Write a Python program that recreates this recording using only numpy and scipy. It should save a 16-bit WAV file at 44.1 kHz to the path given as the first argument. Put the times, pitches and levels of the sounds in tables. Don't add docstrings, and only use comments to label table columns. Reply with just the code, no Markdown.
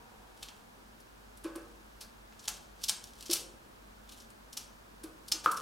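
import sys
import numpy as np
from scipy import signal
from scipy.fft import rfft, irfft, next_fast_len
from scipy.io import wavfile
from scipy.ndimage import uniform_filter1d

SR = 44100
rng = np.random.default_rng(int(sys.argv[2]) if len(sys.argv) > 2 else 0)


def log_audio(samples):
    frames = np.atleast_2d(samples).T
    limited = np.clip(frames, -1, 1)
    pcm = np.round(limited * 32767).astype(np.int16)
    wavfile.write(sys.argv[1], SR, pcm)


N = 247401
TIME = np.arange(N) / SR

# (time [s], level over 10 ms [dB], pitch of the spot [Hz], treble [dB], body [dB],
# scrape length [s]); treble counts from USUAL_TREBLE_DB
CLAWS = [(0.429, -43.5, 3300, -8.5, 7.5, 0.0048), (0.486, -50, 2880, -14, 10.5, .004),
         (1.003, -62, 5600, 0, 4, .007), (1.374, -57.5, 8000, 1, 4, 0.0043),
         (1.441, -53, 9000, 2, 15, .002), (1.559, -50.5, 9000, 0, 19, 0.0011),
         (2.011, -45, 4970, -3.5, 9.5, 0.016), (2.325, -61.5, 2500, -32, 20, .0007),
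         (2.395, -54, 6600, -11, -2, 0.0068), (2.454, -52, 3400, -7, 0, .005),
         (2.481, -32, 6950, -10, 7, .001), (2.4878, -40.5, 5400, 2, 11.5, 0.0034),
         (2.839, -34, 5300, -4.5, -4, .003), (2.8863, -31.5, 5000, -6.5, -3.5, 0.0031),
         (2.895, -27.5, 8440, -9.5, 2, 0.0011), (3.041, -48.5, 5970, -5.5, -21, 0.00036),
         (3.261, -47, 5800, -9, -2, 0.0062), (3.3005, -40, 4700, -11, 4, 0.0016),
         (3.312, -31.5, 4600, -3, 1, 0.0054), (3.333, -26, 6000, -1, -2.5, 0.0026),
         (4.093, -53.5, 3700, -8, -2, 0.0035), (4.121, -52.5, 3500, -5, 5, 0.005),
         (4.202, -55.5, 5600, -8, -8, 0.0092), (4.304, -60, 8500, -4, 2, .0006),
         (4.53, -48, 5700, -4.5, -6, 0.0047), (4.573, -37, 5760, -6.5, 2.5, 0.0039),
         (5.038, -48.5, 8900, -1, 0, .003), (5.283, -46.5, 5116, -2, -12, 0.0028),
         (5.3205, -27.5, 5700, -9, 1, 0.0025), (5.444, -43, 4900, -6, 19, .008),
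         (5.517, -39, 7100, 3, 10, 0.0019), (5.571, -43.5, 5930, -4, 12, .004)]
# (frequency [Hz], relative density [dB/Hz])
PAPER = [(100, -15), (400, -19.5), (1000, -10), (1600, -13.5), (2050, -13.5), (2600, -2.5), (3300, 1),
         (5500, 0.5), (8500, -2), (11000, -4.5), (16000, -14)]
# (time of peak [s], level before trim [dB], fade time constant [s])
BRUSHES = [(.45, -58, 0.079), (1.65, -69.5, 0.16), (2.51, -53.5, 0.071), (2.83, -48, 0.022),
           (3.079, -57.5, 0.021), (3.21, -49.5, 0.039), (3.349, -34.5, 0.028), (4.15, -57.5, 0.057),
           (4.615, -52, 0.029), (5.58, -54, 0.18)]
# (time [s], level over 10 ms [dB])
BAR_HITS = [(2.009, -57), (3.32, -42), (5.3206, -31)]
# (frequency [Hz], relative level [dB], t60 [s])
WIRES = [(3400, 0, 0.085), (3550, -14, 0.16), (4200, -15, 0.19), (4670, -1, 0.22), (5140, 7, 0.13),
         (5500, 6, 0.096), (5760, -8, 0.12), (6000, 10, 0.13), (7200, 0, .15), (8150, -19, 0.092)]
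# (time [s], peak [dB], settling time [s],
# hardness: gain of the upper modes [dB], pitch factor [1])
LANDINGS = [(1.445, -28.5, 0.0093, 1, 1.03), (1.555, -34.5, 0.0065, 2, 1.044),
            (3.293, -30, 0.0055, -8, 1.07), (5.036, -36, 0.0072, -0.5, 1.0), (5.329, -44, 0.027, 8, 1.0),
            (5.465, -35, 0.0075, 14, 1.0)]
# (frequency [Hz], relative level [dB], t60 [s])
TRAY = [(319.6, 2.5, 0.11), (374, -14, 0.12), (451.2, -17, 0.12), (500.5, -23.5, 0.23),
        (550.4, -25.5, 0.26), (587, -22.5, .14), (1002, -22, 0.1), (1100, -27.5, 0.17), (1185, -29, 0.39),
        (1245, -26.5, 0.17), (1480, -35, 0.28), (1470, -29, 0.33), (1604, -17, 0.056), (2360, -25.5, .08),
        (2570, -38, 0.34)]
# (time [s], level over 10 ms [dB])
KNOCKS = [(5.443, -62), (5.453, -60), (5.4607, -20.5)]
# (frequency [Hz], relative density [dB/Hz])
KNOCKED = [(80, -46), (160, -27), (240, -37), (330, -28), (490, -17), (650, -30), (850, -20.5), (1080, -7),
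           (1290, 0), (1450, -10), (1620, -15), (1850, -29.5), (2500, -29.5), (3300, -29), (4500, -44)]
# (frequency [Hz], t60 [s])
ROOM_T60 = [(200, 0.5), (500, 0.94), (1300, 0.44), (3500, 0.38), (9000, 0.35), (16000, 0.16)]
# (frequency [Hz], gain [dB])
ROOM_COLOUR = [(200, 9.5), (320, -3.5), (480, 8.5), (700, 4.5), (1000, 5), (1600, 6), (2400, 0.5),
               (3500, -2), (14000, -3.5)]
# (frequency [Hz], gain [dB])
WIDTH = [(130, -13), (250, -12), (500, -10), (1200, -11.5), (2500, -12.5), (6000, -11), (14000, -19.5)]
# (frequency [Hz], relative density [dB/Hz])
HUSH = [(20, -17), (45, 1), (70, -10.5), (100, -4.5), (170, -11.5), (220, -1.5), (270, -9), (450, -11.5),
        (750, -13.5), (950, -12), (1650, -15.5), (1950, -21.5), (5000, -24.5), (15500, -31)]
# (frequency [Hz], gain [dB])
HUSH_WIDTH = [(60, -21), (110, -5.5), (200, -6.5), (380, 2.5), (700, 3.5), (1290, 2.5), (2380, 4),
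              (4400, -1), (8120, -6.5), (15000, -15)]
# (time [s], level [dB])
HUSH_LEVEL = [(0.0, -60.5), (1.128, -61), (1.3, -60.5)]
# (frequency [Hz], width [Hz], level before DRONE_LEVEL [dB])
DRONE = [(468, 29, -69.5), (759, 45, -67), (946, 30, -68)]
# (time [s], gain [dB])
DRONE_LEVEL = [(0, 1), (.3, -2.5), (.7, -4.5), (1.1, -20), (5.61, -25)]

TOE_LEAD_S, TOE_DB = .0036, -9
USUAL_TREBLE_DB = -8
WIRE_DB = -13.5
BRUSH_RISE = 0.9
RATTLE_DB, RATTLE_PER_HARD_DB = -20, 0.83
RATTLE_HZ, RATTLE_TREBLE_DB, RATTLE_BODY_DB, RATTLE_S = 2960, -13, 22, 0.031
HUM_HZ, HUM_DB = 48.9, -61
CUTOFF_HZ = 15900


def from_db(db):
    return 10 ** (np.asarray(db) / 20)


def unit(x):
    return x / np.sqrt(np.sum(x ** 2) + 1e-20)


def at_hz(points, hz):
    f, value = np.transpose(points)
    return np.interp(np.log(np.maximum(hz, 1)), np.log(f), value)


def at_time(points):
    return from_db(np.interp(TIME, *np.transpose(points)))


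def add(track, s, sound):
    start = int(np.clip(round(s * SR), 0, N - 1))
    track[start:start + len(sound)] += sound[:N - start]


def colour(x, gain_db):
    size = 2 * next_fast_len(len(x))
    cepstrum = irfft(np.log(from_db(gain_db(np.fft.rfftfreq(size, 1 / SR)))))
    cepstrum[1:size // 2] *= 2
    cepstrum[size // 2 + 1:] = 0
    response = np.exp(rfft(cepstrum))
    return irfft(rfft(x, size) * response)[:len(x)]


def shaped(x, points):
    size = next_fast_len(len(x), True)
    gain = from_db(at_hz(points, np.fft.rfftfreq(size, 1 / SR)))
    return irfft(rfft(x, size) * gain, size)[:len(x)]


def evened(burst):
    power = uniform_filter1d(np.abs(rfft(burst)) ** 2, size=21)
    burst_hz = np.fft.rfftfreq(len(burst), 1 / SR)
    return colour(burst, lambda hz: np.interp(hz, burst_hz, -10 * np.log10(power + 1e-9)))


def drift(rate_hz):
    low_pass = signal.butter(2, rate_hz, fs=SR, output="sos")
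    return unit(signal.sosfilt(low_pass, rng.standard_normal(N))) * np.sqrt(N)


def claws(toe_scrape_s=0.0027):
    out = np.zeros(N)
    for s, db, spot_hz, treble_db, body_db, scrape_s in CLAWS:
        add(out, s - TOE_LEAD_S, contact(db + TOE_DB, spot_hz, treble_db, body_db, toe_scrape_s))
        add(out, s, contact(db, spot_hz, treble_db, body_db, scrape_s))
    return out


def contact(db, spot_hz, treble_db, body_db, scrape_s, spot_db=6, spot_octaves=0.3,
            snap_s=0.00024, snap_db=-3, rise_s=0.00085, grain_db=4):
    t = TIME[:SR // 16]
    snap, slips, sizes = rng.standard_normal((3, len(t)))
    snap = unit(snap * t * np.exp(-t / snap_s))
    envelope = np.exp(-t / max(scrape_s, snap_s)) * (1 - np.exp(-t / rise_s))
    slips = unit(slips * from_db(grain_db * sizes) * envelope)
    tilt = [(1700, body_db), (3000, 0), (7000, 0), (10000, treble_db - USUAL_TREBLE_DB)]

    def gain_db(hz):
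        octaves = np.log2((hz + 1) / spot_hz)
        spot = spot_db / (1 + (octaves / spot_octaves) ** 2)
        return at_hz(PAPER, hz) + at_hz(tilt, hz) + spot

    sound = colour(evened(slips + from_db(snap_db) * snap), gain_db)
    return from_db(db) * unit(sound) * np.sqrt(SR / 100)


def shuffle(trim_db=-1.0, grains_per_s=700, grain_db=6, clump_db=3, clump_hz=70):
    grains = (rng.random(N) < grains_per_s / SR) * rng.choice([-1, 1], N)
    grain_size_db = grain_db * np.minimum(rng.standard_normal(N), 2)
    sizes = from_db(grain_size_db + clump_db * drift(clump_hz))
    effort = np.zeros(N)
    for s, db, fade_s in BRUSHES:
        distance_s = np.maximum(TIME - s, (s - TIME) / BRUSH_RISE)
        effort += from_db(db) * np.exp(-distance_s / fade_s)
    crackle = unit(shaped(grains * sizes, PAPER)) * np.sqrt(N)
    return crackle * from_db(trim_db) * effort


def rattle():
    out = np.zeros(N)
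    for s, peak_db, _, hard_db, _ in LANDINGS:
        db = peak_db + RATTLE_DB + RATTLE_PER_HARD_DB * hard_db
        add(out, s, contact(db, RATTLE_HZ, RATTLE_TREBLE_DB, RATTLE_BODY_DB, RATTLE_S))
    return out


def bar_hits():
    out = np.zeros(N)
    for s, db in BAR_HITS:
        add(out, s, contact(db, spot_hz=5500, treble_db=-12, body_db=0, scrape_s=.002, spot_db=12))
    return out


def bars(taps, detune=.02, count=5):
    modes = [(hz * (1 + detune * rng.normal()), db, t60) for hz, db, t60 in WIRES for _ in range(count)]
    rung = signal.oaconvolve(taps, ringing(modes))[:N]
    return unit(rung) * np.sqrt(np.sum(taps ** 2))


def ringing(modes):
    t = TIME[:SR // 4]
    out = np.zeros(len(t))
    for hz, db, t60 in modes:
        decay = np.exp(-np.log(1000) * t / t60)
        out += rng.choice([-1, 1]) * from_db(db) * decay * np.sin(2 * np.pi * hz * t)
    return out


def landings():
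    out = np.zeros(N)
    for s, peak_db, settle_s, hard_db, pitch in LANDINGS:
        ring = ringing([(hz * pitch, db + hard_db * (hz > 800), t60) for hz, db, t60 in TRAY])
        ring = ring * (1 - np.exp(-(TIME[:len(ring)] / settle_s) ** 2))
        add(out, s, from_db(peak_db) * ring / np.abs(ring).max())
    return out


def knocks():
    out = np.zeros(N)
    clonk = unit(colour(signal.unit_impulse(SR // 10), lambda hz: at_hz(KNOCKED, hz)))
    for s, db in KNOCKS:
        add(out, s, from_db(db) * clonk * np.sqrt(SR / 100))
    return out


def room(x, wet_db, build_s, near_db, near_s):
    t = TIME[:SR // 2]
    hz = np.fft.rfftfreq(len(t), 1 / SR)
    white = rfft(rng.standard_normal((2, len(t))))
    tail = np.zeros((2, len(t)))
    edges = np.geomspace(100, 20000, 16)
    for low, high in zip(edges, edges[1:]):
        centre_hz = np.sqrt(low * high)
        band = irfft(white * ((hz >= low) & (hz < high)), len(t))
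        decay = np.exp(-np.log(1000) * t / at_hz(ROOM_T60, centre_hz))
        far = unit(band * decay * (1 - np.exp(-(t / build_s) ** 2)))
        near = unit(band[:, ::-1] * np.sqrt(t) * np.exp(-t / near_s))
        far_gain = from_db(wet_db + at_hz(ROOM_COLOUR, centre_hz))
        tail += (far_gain * far + from_db(near_db) * near) * np.sqrt(4 * (high - low) / SR)
    return x + signal.oaconvolve(x[None], spread(*tail, WIDTH), axes=1)[:, :N]


def spread(mid, other, width):
    side = shaped(other, width)
    return np.array([mid + side, mid - side])


def hush(trim_db=1.88):
    mid, other = [unit(shaped(white, HUSH)) * np.sqrt(N) for white in rng.standard_normal((2, N))]
    return spread(mid, other, HUSH_WIDTH) * from_db(trim_db) * at_time(HUSH_LEVEL)


def hum(waver=0.29, waver_hz=4):
    phase = 2 * np.pi * HUM_HZ * TIME
    wavering = drift(waver_hz) * np.sin(phase) + drift(waver_hz) * np.cos(phase)
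    return from_db(HUM_DB) * (np.sin(phase) + waver * wavering)


def drone():
    tones = np.zeros(N)
    for hz, width_hz, db in DRONE:
        b, a = signal.iirpeak(hz, hz / width_hz, fs=SR)
        tones += from_db(db) * unit(signal.lfilter(b, a, rng.standard_normal(N)))
    return tones * np.sqrt(N) * at_time(DRONE_LEVEL)


def scene():
    paper = claws() + rattle()
    feet = room(paper + shuffle(), wet_db=-3.5, build_s=0.002, near_db=-5.5, near_s=0.005)
    wires = bars(from_db(WIRE_DB) * paper + bar_hits())
    tray = room(landings(), wet_db=-7.5, build_s=0.022, near_db=-26, near_s=0.014)
    knock = room(knocks(), wet_db=-7.0, build_s=0.0038, near_db=-13.5, near_s=0.0066)
    pan_db = [[.3], [-.3]]
    return (feet + wires + tray + knock) * from_db(pan_db) + hush() + hum() + drone()


def record(dry):
    low_pass = signal.ellip(12, .1, 80, CUTOFF_HZ, fs=SR, output="sos")
    return signal.sosfilt(low_pass, dry)


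dry = scene()
out = record(dry)
log_audio(out)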